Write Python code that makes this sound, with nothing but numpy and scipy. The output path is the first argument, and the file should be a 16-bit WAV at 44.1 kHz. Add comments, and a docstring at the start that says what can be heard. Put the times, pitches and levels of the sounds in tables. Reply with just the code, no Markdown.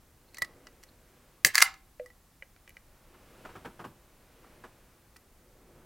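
"""Opening an aluminium beer can

Close to a microphone in a small quiet room, a fingernail picks at the tab and the seal cracks.
Gas spits out as a turbulent jet, and the lid tears in a run of snaps that excite the can's modes.
The tab is pressed back with a hollow plop and a few ticks. Then friction makes sleeves rustle
and a chair creak as the drinker leans over for a glass."""
import sys
import numpy as np
from scipy import signal
from scipy.fft import rfft, irfft, next_fast_len
from scipy.io import wavfile
from scipy.ndimage import uniform_filter1d, minimum_filter1d

SR = 44100
rng = np.random.default_rng(int(sys.argv[2]) if len(sys.argv) > 2 else 0)


def digitize_waveform(pressure):
    """Quantize a signal to 16-bit integers and store it at the path in sys.argv[1].

    Rows of a 2-D input are taken as channels; values are limited to [-1, 1].
    """
    field = np.atleast_2d(pressure).T
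    bounded = np.clip(field, -1, 1)
    quanta = np.round(bounded * 32767).astype(np.int16)
    wavfile.write(sys.argv[1], SR, quanta)


N = 257984
TIME = np.arange(N) / SR
AGE = TIME[:SR // 3]  # seconds since a blow


# Tears along the score. Each row: start in seconds, level in dB, tilt in dB per octave, wall in dB.
LID_TEARS = [(1.4479, -2.5, 0.5, -48), (1.5464, -24, 0, -36), (1.5543, -10.5, 2, -29),
             (1.5735, -30, 0, -42), (1.5802, -7.5, -3, -37), (1.5856, -14, -2, -36), (1.6049, -15, -3, -32),
             (1.6169, -12, -2, -25), (1.6190, -13, -1, -28), (1.6211, -6, -2.5, -21),
             (1.6237, -3, -0.5, -17), (1.7408, -43, -2, -52)]
# Modes of the tearing lid. Each row: frequency in Hz, level in dB, T60 in seconds.
LID_MODES = [(1693, -5.5, 0.019), (2056, -2, 0.015), (2734, -11.5, 0.0088), (4590, -5.5, 0.013),
             (5360, -14.5, .011), (6230, -8, 0.0099), (7270, -9, 0.0083), (9000, -7.5, 0.003),
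             (9700, -16.5, 0.0073), (12550, -18, 0.016)]
# Spectrum of ripping metal. Each row: frequency in Hz, spectral density in dB.
RIP_SPECTRUM = [(600, -27.5), (1200, -9.5), (1650, 1.5), (2100, -4), (3400, -12), (4600, -10.5),
                (8000, -12.5), (15000, -20)]

def tearing():
    """Fracture releases stress in snaps, with a grainy rip between; a small plate radiates no bass."""
    # a duller tear snaps less
    blows = [(s, db, db - 4 + 0.5 * tilt_db, tilt_db) for s, db, tilt_db, _ in LID_TEARS]
    snaps = strikes(blows, LID_MODES, snap_t60=.014, rise=.0002, front=.6)
    start_s, hold_s = 1.536, .085
    lever = np.clip((TIME - start_s) / hold_s, 0, 1)  # the rip grows as the tab is lifted
    effort = from_db(-36 + 4 * lever) * burst(start_s, attack=.015, hold=hold_s, t60=.15)
    rip = effort * noise(RIP_SPECTRUM, N) * grains(N, spread_db=4.5, size=40)
    return high_pass(snaps + rip, hz=950)


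# The first crack and a last spit. Each row: start in seconds, level in dB, hold and T60 in seconds.
GAS_SPURTS = [(1.447, -26, .024, .055), (1.6228, -12.5, .003, .007)]
# Spectrum of the jet. Each row: frequency in Hz, spectral density in dB.
JET_SPECTRUM = [(300, -26), (900, -8), (1700, 0), (2400, -2), (3500, -9), (4700, -3), (7300, -1), (8550, 5),
                (9300, -1), (10500, -5), (13000, -4), (15500, -6)]

def gas_jet():
    """Turbulence in the narrow slit hisses and is spent within a few hundredths of a second."""
    flow = sum(from_db(db) * burst(s, .002, hold, t60) for s, db, hold, t60 in GAS_SPURTS)
    return flow * noise(JET_SPECTRUM, N)


# Spectrum of the puff. Each row: frequency in Hz, spectral density in dB.
PUFF_SPECTRUM = [(30, -8), (130, -2), (350, -8.5), (550, -7), (1000, -15.5), (3000, -64)]

def gas_puff():
    """Wind noise: the first spurt buffets the microphone with low pressure fluctuations."""
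    gust = burst(GAS_SPURTS[0][0], attack=.002, hold=.026, t60=.075)
    return from_db(-39.5) * gust * noise(PUFF_SPECTRUM, N)


# Fingernail picks. Each row: start in seconds, ring in dB, snap in dB, tilt in dB per octave.
NAIL_PICKS = [(0.3446, -59, -39, -3.5), (0.3700, -55, -37, -6), (0.3836, -36.5, -35, 5),
              (0.42, -20, -22.5, -1), (0.4464, -43, -36.5, -5), (0.669, -51, -38, -8),
              (0.8290, -57, -51, -3), (0.8358, -53, -42.5, -1.5), (2.0598, -44.5, -48, 1),
              (2.1020, -49, -60, -6), (5.1610, -59, -45, -10), (5.1660, -57, -46.5, 0.5)]
# Modes of a tick on the lid. Each row: frequency in Hz, level in dB, T60 in seconds.
LID_TICK_MODES = [(1950, 0, .06), (4160, -10, .011), (5120, -14, .012), (6120, -16, .012)]
# Slides over the lid. Each row: peak time in seconds, level in dB, seconds to fade by 20 dB.
NAIL_SLIDES = [(0.29, -66, .02), (0.358, -56, .025), (0.421, -36, .007), (0.889, -60, .018)]
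# Spectrum of the sliding nail. Each row: frequency in Hz, spectral density in dB.
NAIL_SPECTRUM = [(1200, -9), (2000, -6.5), (3200, -27), (4250, 4.5), (5000, -26), (8000, -24), (15000, -57)]

def fingernail():
    """Impacts on tab and can, before and after it opens, ping briefly; friction adds a faint scrape."""
    picks = strikes(NAIL_PICKS, LID_TICK_MODES, snap_t60=.02, rise=.00059, front=.19)
    scrape = swells(NAIL_SLIDES) * noise(NAIL_SPECTRUM, N) * grains(N, spread_db=3, size=90)
    return picks + scrape


# Modes of the can wall. Each row: frequency in Hz, level in dB, T60 in seconds.
WALL_MODES = [(434, -11, 0.011), (616, -7, .014), (793, -6, .022), (1073, -1.5, 0.026), (1262, 0, 0.031)]

def wall(pick_db=-11.5, snap_db=-15.5, tilt_db=-3.5):
    """Mechanical coupling: picks and tears flex the thin wall, most as the flap gives way."""
    from_picks = [(s, db + pick_db) for s, db, _, _ in NAIL_PICKS]
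    from_tears = [(s, db) for s, _, _, db in LID_TEARS]
    blows = [(s, db, db + snap_db, tilt_db) for s, db in from_picks + from_tears]
    return high_pass(strikes(blows, WALL_MODES, snap_t60=.012, rise=.00017, front=.33), hz=420)


# Modes of the opened can. Each row: frequency in Hz, level in dB, T60 in seconds.
CAVITY_MODES = [(776, -13, .42), (1309, -6, .29), (1541, -7, .22), (1665, 1, .2), (2041, -1, .18),
                (2114, -3, .17), (4618, -4, .17), (7255, -4, .19), (8562, -5, .16)]

def cavity(coupling_db=-34):
    """Resonance: once the seal is broken, each further tear leaves a faint metallic ring in the can."""
    out = np.zeros(N)
    for s, tear_db, _, _ in LID_TEARS[1:]:
        for hz, db, t60 in CAVITY_MODES:
            add(out, s, mode(hz, tear_db + coupling_db + db, t60, rise=.0027))
    return out


# Taps on the tab. Each row: start in seconds, ring in dB, snap in dB, tilt in dB per octave.
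TAB_TAPS = [(1.9968, -40, -47, -16), (2.4232, -31.5, -48, -11), (2.5630, -52, -51, -13),
            (2.6772, -43.5, -56, 2), (2.6935, -47, -46, 6.5), (2.7050, -51, -60, 0),
            (2.7685, -38.5, -53, -3.5)]
# Modes of the loose tab. Each row: frequency in Hz, level in dB, T60 in seconds.
TAB_MODES = [(540, -18.5, 0.07), (1630, -18, 0.045), (1996, -0.5, 0.016), (2355, -2.5, 0.017),
             (2920, -11, 0.03)]

def tab():
    """Strong damping: the loose tab only ticks as it is pressed back and tapped."""
    return strikes(TAB_TAPS, TAB_MODES, snap_t60=.016, rise=.000099, front=.34)


# The plop. Its row: start in seconds, ring in dB, snap in dB, tilt in dB per octave.
AIR_PLOPS = [(1.9975, -31.5, -55, -5)]
# Modes of the air pocket. Each row: frequency in Hz, level in dB, T60 in seconds.
POCKET_MODES = [(497, -4, 0.19), (588, 5.5, 0.041)]

def air_pocket():
    """Air resonance in the opened can gives a hollow plop."""
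    return strikes(AIR_PLOPS, POCKET_MODES, snap_t60=.025, rise=.002, front=.2)


# Creaks of the joints. Each row: start in seconds, crack in dB, thud in dB, rise in seconds.
CHAIR_CREAKS = [(3.139, -53, -57.5, 0.006), (3.449, -41.5, -63, 0.0037), (3.487, -45.5, -60, 0.0088),
                (3.552, -39.5, -48.5, .0087), (3.647, -34, -43.5, 0.01), (3.791, -32, -46.5, 0.024),
                (3.841, -38.5, -41.5, 0.0052), (4.440, -54.5, -66, .0056), (4.637, -40.5, -59, 0.0094)]
# Spectrum of the wood. Each row: frequency in Hz, spectral density in dB.
WOOD_SPECTRUM = [(100, -13), (350, 2.5), (750, -0.5), (1050, 3.5), (1550, -2), (2100, -9.5), (3100, -15),
                 (4200, -22.5), (9000, -29.5), (15000, -37)]

def chair(thud_lag_s=.0052):
    """Stick-slip friction: a joint slips under shifting weight and the frame answers with a thud."""
    out = np.zeros(N)
    for s, crack_db, thud_db, rise in CHAIR_CREAKS:
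        slips = grains(len(AGE), spread_db=1.5, size=60) * noise(WOOD_SPECTRUM, len(AGE))
        add(out, s, from_db(crack_db) * 2 * slips * dying(t60=.081, rise=rise))
        add(out, s + thud_lag_s, thud(thud_db, t60=.16, rise=.014))
    return out


# The hand bumps the can. Each row: start in seconds, level in dB, T60 in seconds.
HAND_BUMPS = [(0.341, -49, 0.027), (0.418, -42.5, 0.054), (0.911, -44, 0.023)]

def hand():
    """Damped impacts of a soft hand on the can make dull knocks."""
    out = np.zeros(N)
    for s, db, t60 in HAND_BUMPS:
        add(out, s, thud(db, t60, rise=.0082))
    return out


# Spectrum of a soft knock. Each row: frequency in Hz, spectral density in dB.
THUD_SPECTRUM = [(40, -15), (100, 0), (180, 4.5), (260, -3), (350, 2), (500, -33), (1500, -36.5)]

def thud(db, t60, rise):
    """A slow contact excites mainly low frequencies."""
    return from_db(db) * 2 * noise(THUD_SPECTRUM, len(AGE)) * dying(t60, rise)


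# Arm moves. Each row: peak time in seconds, level in dB, seconds to fade 20 dB, tilt in dB per octave.
ARM_MOVES = [(0.57, -59.5, 0.67, -2), (1.17, -65, 1.5, 1), (3.47, -55, 0.87, 0.73),
             (4.531, -59.5, 1.08, 0.5), (5.779, -58, 0.81, -3)]
# Spectrum of sleeves and shirt. Each row: frequency in Hz, spectral density in dB.
CLOTH_SPECTRUM = [(40, 1.5), (150, 1), (290, 0), (350, 3.5), (400, -0.5), (520, 0.5), (800, -7), (1400, -9),
                  (2500, -13), (5000, -23), (15000, -29)]

def rustle():
    """Friction of cloth on cloth makes noise that swells and fades with each move."""
    return sum(swells([(s, db, fade)]) * noise(CLOTH_SPECTRUM, N, tilt_db)
               for s, db, fade, tilt_db in ARM_MOVES)


# Spectrum of the noise floor. Each row: frequency in Hz, spectral density in dB.
FLOOR_SPECTRUM = [(12, -32), (20, 4.5), (49, 1), (137, -8), (362, -14.5), (416, -18), (834, -17.5),
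                  (985, -19.5), (1100, -17), (1200, -19), (3170, -26.5), (14300, -27), (15500, -28.5)]
# Likeness of left and right. Each row: frequency in Hz, correlation from 0 to 1.
FLOOR_CORRELATION = [(50, 1), (500, .95), (2000, .87), (8000, .68), (15000, .7)]

def background():
    """Partial coherence: steady room rumble and microphone hiss are nearly the same in both ears."""
    hz = np.fft.rfftfreq(N, 1 / SR)
    alike = np.clip(at_hz(FLOOR_CORRELATION, hz), 0, .999)
    side_gain = np.sqrt((1 - alike) / (1 + alike))
    side = irfft(rfft(noise(FLOOR_SPECTRUM, N)) * side_gain, N)
    return from_db(-62) * (noise(FLOOR_SPECTRUM, N) + side * [[1], [-1]])


# Reverberation of the room. Each row: frequency in Hz, T60 in seconds, spectral density in dB.
ROOM_DECAY = [(151, .33, -29), (400, 0.12, -14.5), (782, 0.27, -9), (1600, 0.23, -15), (3200, .28, -13.5),
              (6400, 0.2, -21.5), (10800, 0.09, -11.5), (15000, .11, -14.5)]

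def room(x, wet_db, side_db, desk_db=-17, desk_lags_s=(.0080, .0081)):
    """Reflection: a desk echo reaches each ear in turn; a diffuse tail decays at each band's own rate."""
    edges = np.geomspace(100, 18000, 16)
    tail = np.zeros((2, len(AGE)))
    for low, high in zip(edges, edges[1:]):
        hz = np.sqrt(low * high)
        band_pass = signal.butter(2, [low, high], "band", fs=SR, output="sos")
        band = signal.sosfilt(band_pass, rng.standard_normal(tail.shape))
        band = rms_one(band * dying(at_hz(ROOM_DECAY, hz), rise=.008))
        bandwidth_gain = np.sqrt(2 * (high - low) / SR / len(AGE))
        tail += from_db(at_hz(ROOM_DECAY, hz, column=2)) * band * bandwidth_gain
    mid, side = from_db(wet_db) * signal.fftconvolve(x[None], tail, axes=1)[:, :N]
    echoes = from_db(desk_db) * np.array([np.interp(TIME - lag, TIME, x) for lag in desk_lags_s])
    return x + echoes + mid + from_db(side_db) * side * [[1], [-1]]


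# Spectrum of a snap on the can. Each row: frequency in Hz, spectral density in dB.
SNAP_SPECTRUM = [(150, -30), (700, -23.5), (1200, -10.5), (1900, -2), (3000, -2.5), (3700, -6.5), (4400, 3),
                 (8300, -2), (10500, -5.5), (15000, -8)]

def strikes(blows, modes, snap_t60, rise, front, front_t60=.002, scatter_db=.7):
    """Modal superposition: each blow is a sharp-fronted broadband snap plus the ringing of the modes."""
    out = np.zeros(N)
    for s, ring_db, snap_db, tilt_db in blows:
        envelope = dying(snap_t60, rise) + front * dying(front_t60, rise)
        sound = from_db(snap_db) * noise(SNAP_SPECTRUM, len(AGE), tilt_db) * envelope
        for hz, mode_db, t60 in modes:
            treble_db = tilt_db * np.log2(max(hz / 2000, 1))
            sound += mode(hz, ring_db + mode_db + treble_db + scatter_db * rng.normal(), t60, rise)
        add(out, s, sound)
    return out


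def mode(hz, db, t60, rise):
    """Free vibration: a damped sinusoid of random phase."""
    return from_db(db) * dying(t60, rise) * np.sin(2 * np.pi * (hz * AGE + rng.random()))


def dying(t60, rise):
    """Exponential damping: after a quick rise, the envelope falls 60 dB in t60 seconds."""
    return (1 - np.exp(-AGE / rise)) * from_db(-60 * AGE / t60)


def burst(s, attack, hold, t60):
    """Envelope with a linear attack, held until s + hold, then an exponential release."""
    age = TIME - s
    return np.clip(age / attack, 0, 1) * from_db(-60 * np.clip((age - hold) / t60, 0, 10))


def swells(strokes):
    """Incoherent addition: rubbing strokes grow and fade symmetrically, and their powers add."""
    gains = [from_db(db - 20 * np.minimum(np.abs(TIME - s) / fade, 10)) for s, db, fade in strokes]
    return np.sqrt(sum(gain ** 2 for gain in gains))


def grains(count, spread_db, size):
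    """Random amplitude modulation by tiny slips, each about size samples long; rms 1."""
    slow = rms_one(uniform_filter1d(rng.standard_normal(count), size))
    return rms_one(from_db(spread_db * np.clip(slow, -2, 2)))


def noise(spectrum, size, tilt_db=0):
    """Random-phase noise of rms 1 with the given spectrum, tilted in dB per octave above 500 Hz."""
    padded = next_fast_len(size)
    hz = np.maximum(np.fft.rfftfreq(padded, 1 / SR), 1)
    gain = from_db(at_hz(spectrum, hz) + tilt_db * np.log2(np.maximum(hz, 500))) * (hz > 15)
    phases = np.exp(2j * np.pi * rng.random(len(hz)))
    return rms_one(irfft(gain * phases, padded)[:size])


def high_pass(x, hz):
    """Steep low cut: a small plate radiates bass poorly."""
    return signal.sosfilt(signal.butter(4, hz, "high", fs=SR, output="sos"), x)


def at_hz(points, hz, column=1):
    """Interpolate a column of a table on a log-frequency axis."""
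    table = np.array(points)
    return np.interp(np.log(np.maximum(hz, 1)), np.log(table[:, 0]), table[:, column])


def add(track, s, sound):
    """Superpose a sound on the track at s seconds."""
    start = int(np.clip(s * SR, 0, N - 1))
    track[start:start + len(sound)] += sound[:N - start]


def from_db(db):
    """Decibels to gain."""
    return 10 ** (np.asarray(db) / 20)


def rms_one(x):
    """Scale to rms 1."""
    return x / np.sqrt(np.mean(x ** 2) + 1e-20)


def scene(right_lead_db=.7):
    """A level difference puts the opening can just right of centre; the rest is in the middle."""
    pan = from_db(right_lead_db / 2 * np.array([[-1], [1]]))
    opening = room(tearing() + wall() + cavity() + gas_jet(), wet_db=-1, side_db=-12)
    touches = room(fingernail() + tab() + air_pocket(), wet_db=-6, side_db=-19)
    drinker = room(chair() + hand() + rustle(), wet_db=0, side_db=-19)
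    return (opening + touches) * pan + drinker + gas_puff() + background()


def record(dry, ceiling=1.0, limiter_s=.001, cutoff_hz=16700):
    """Peak limiting turns down anything above the ceiling; a steep low-pass cuts the top."""
    size = int(limiter_s * SR)
    needed = ceiling / np.maximum(np.abs(dry).max(axis=0), ceiling)
    gain = uniform_filter1d(minimum_filter1d(needed, size), size)
    return signal.sosfilt(signal.cheby2(20, 70, cutoff_hz, fs=SR, output="sos"), dry * gain)


dry = scene()
out = record(dry)
digitize_waveform(out)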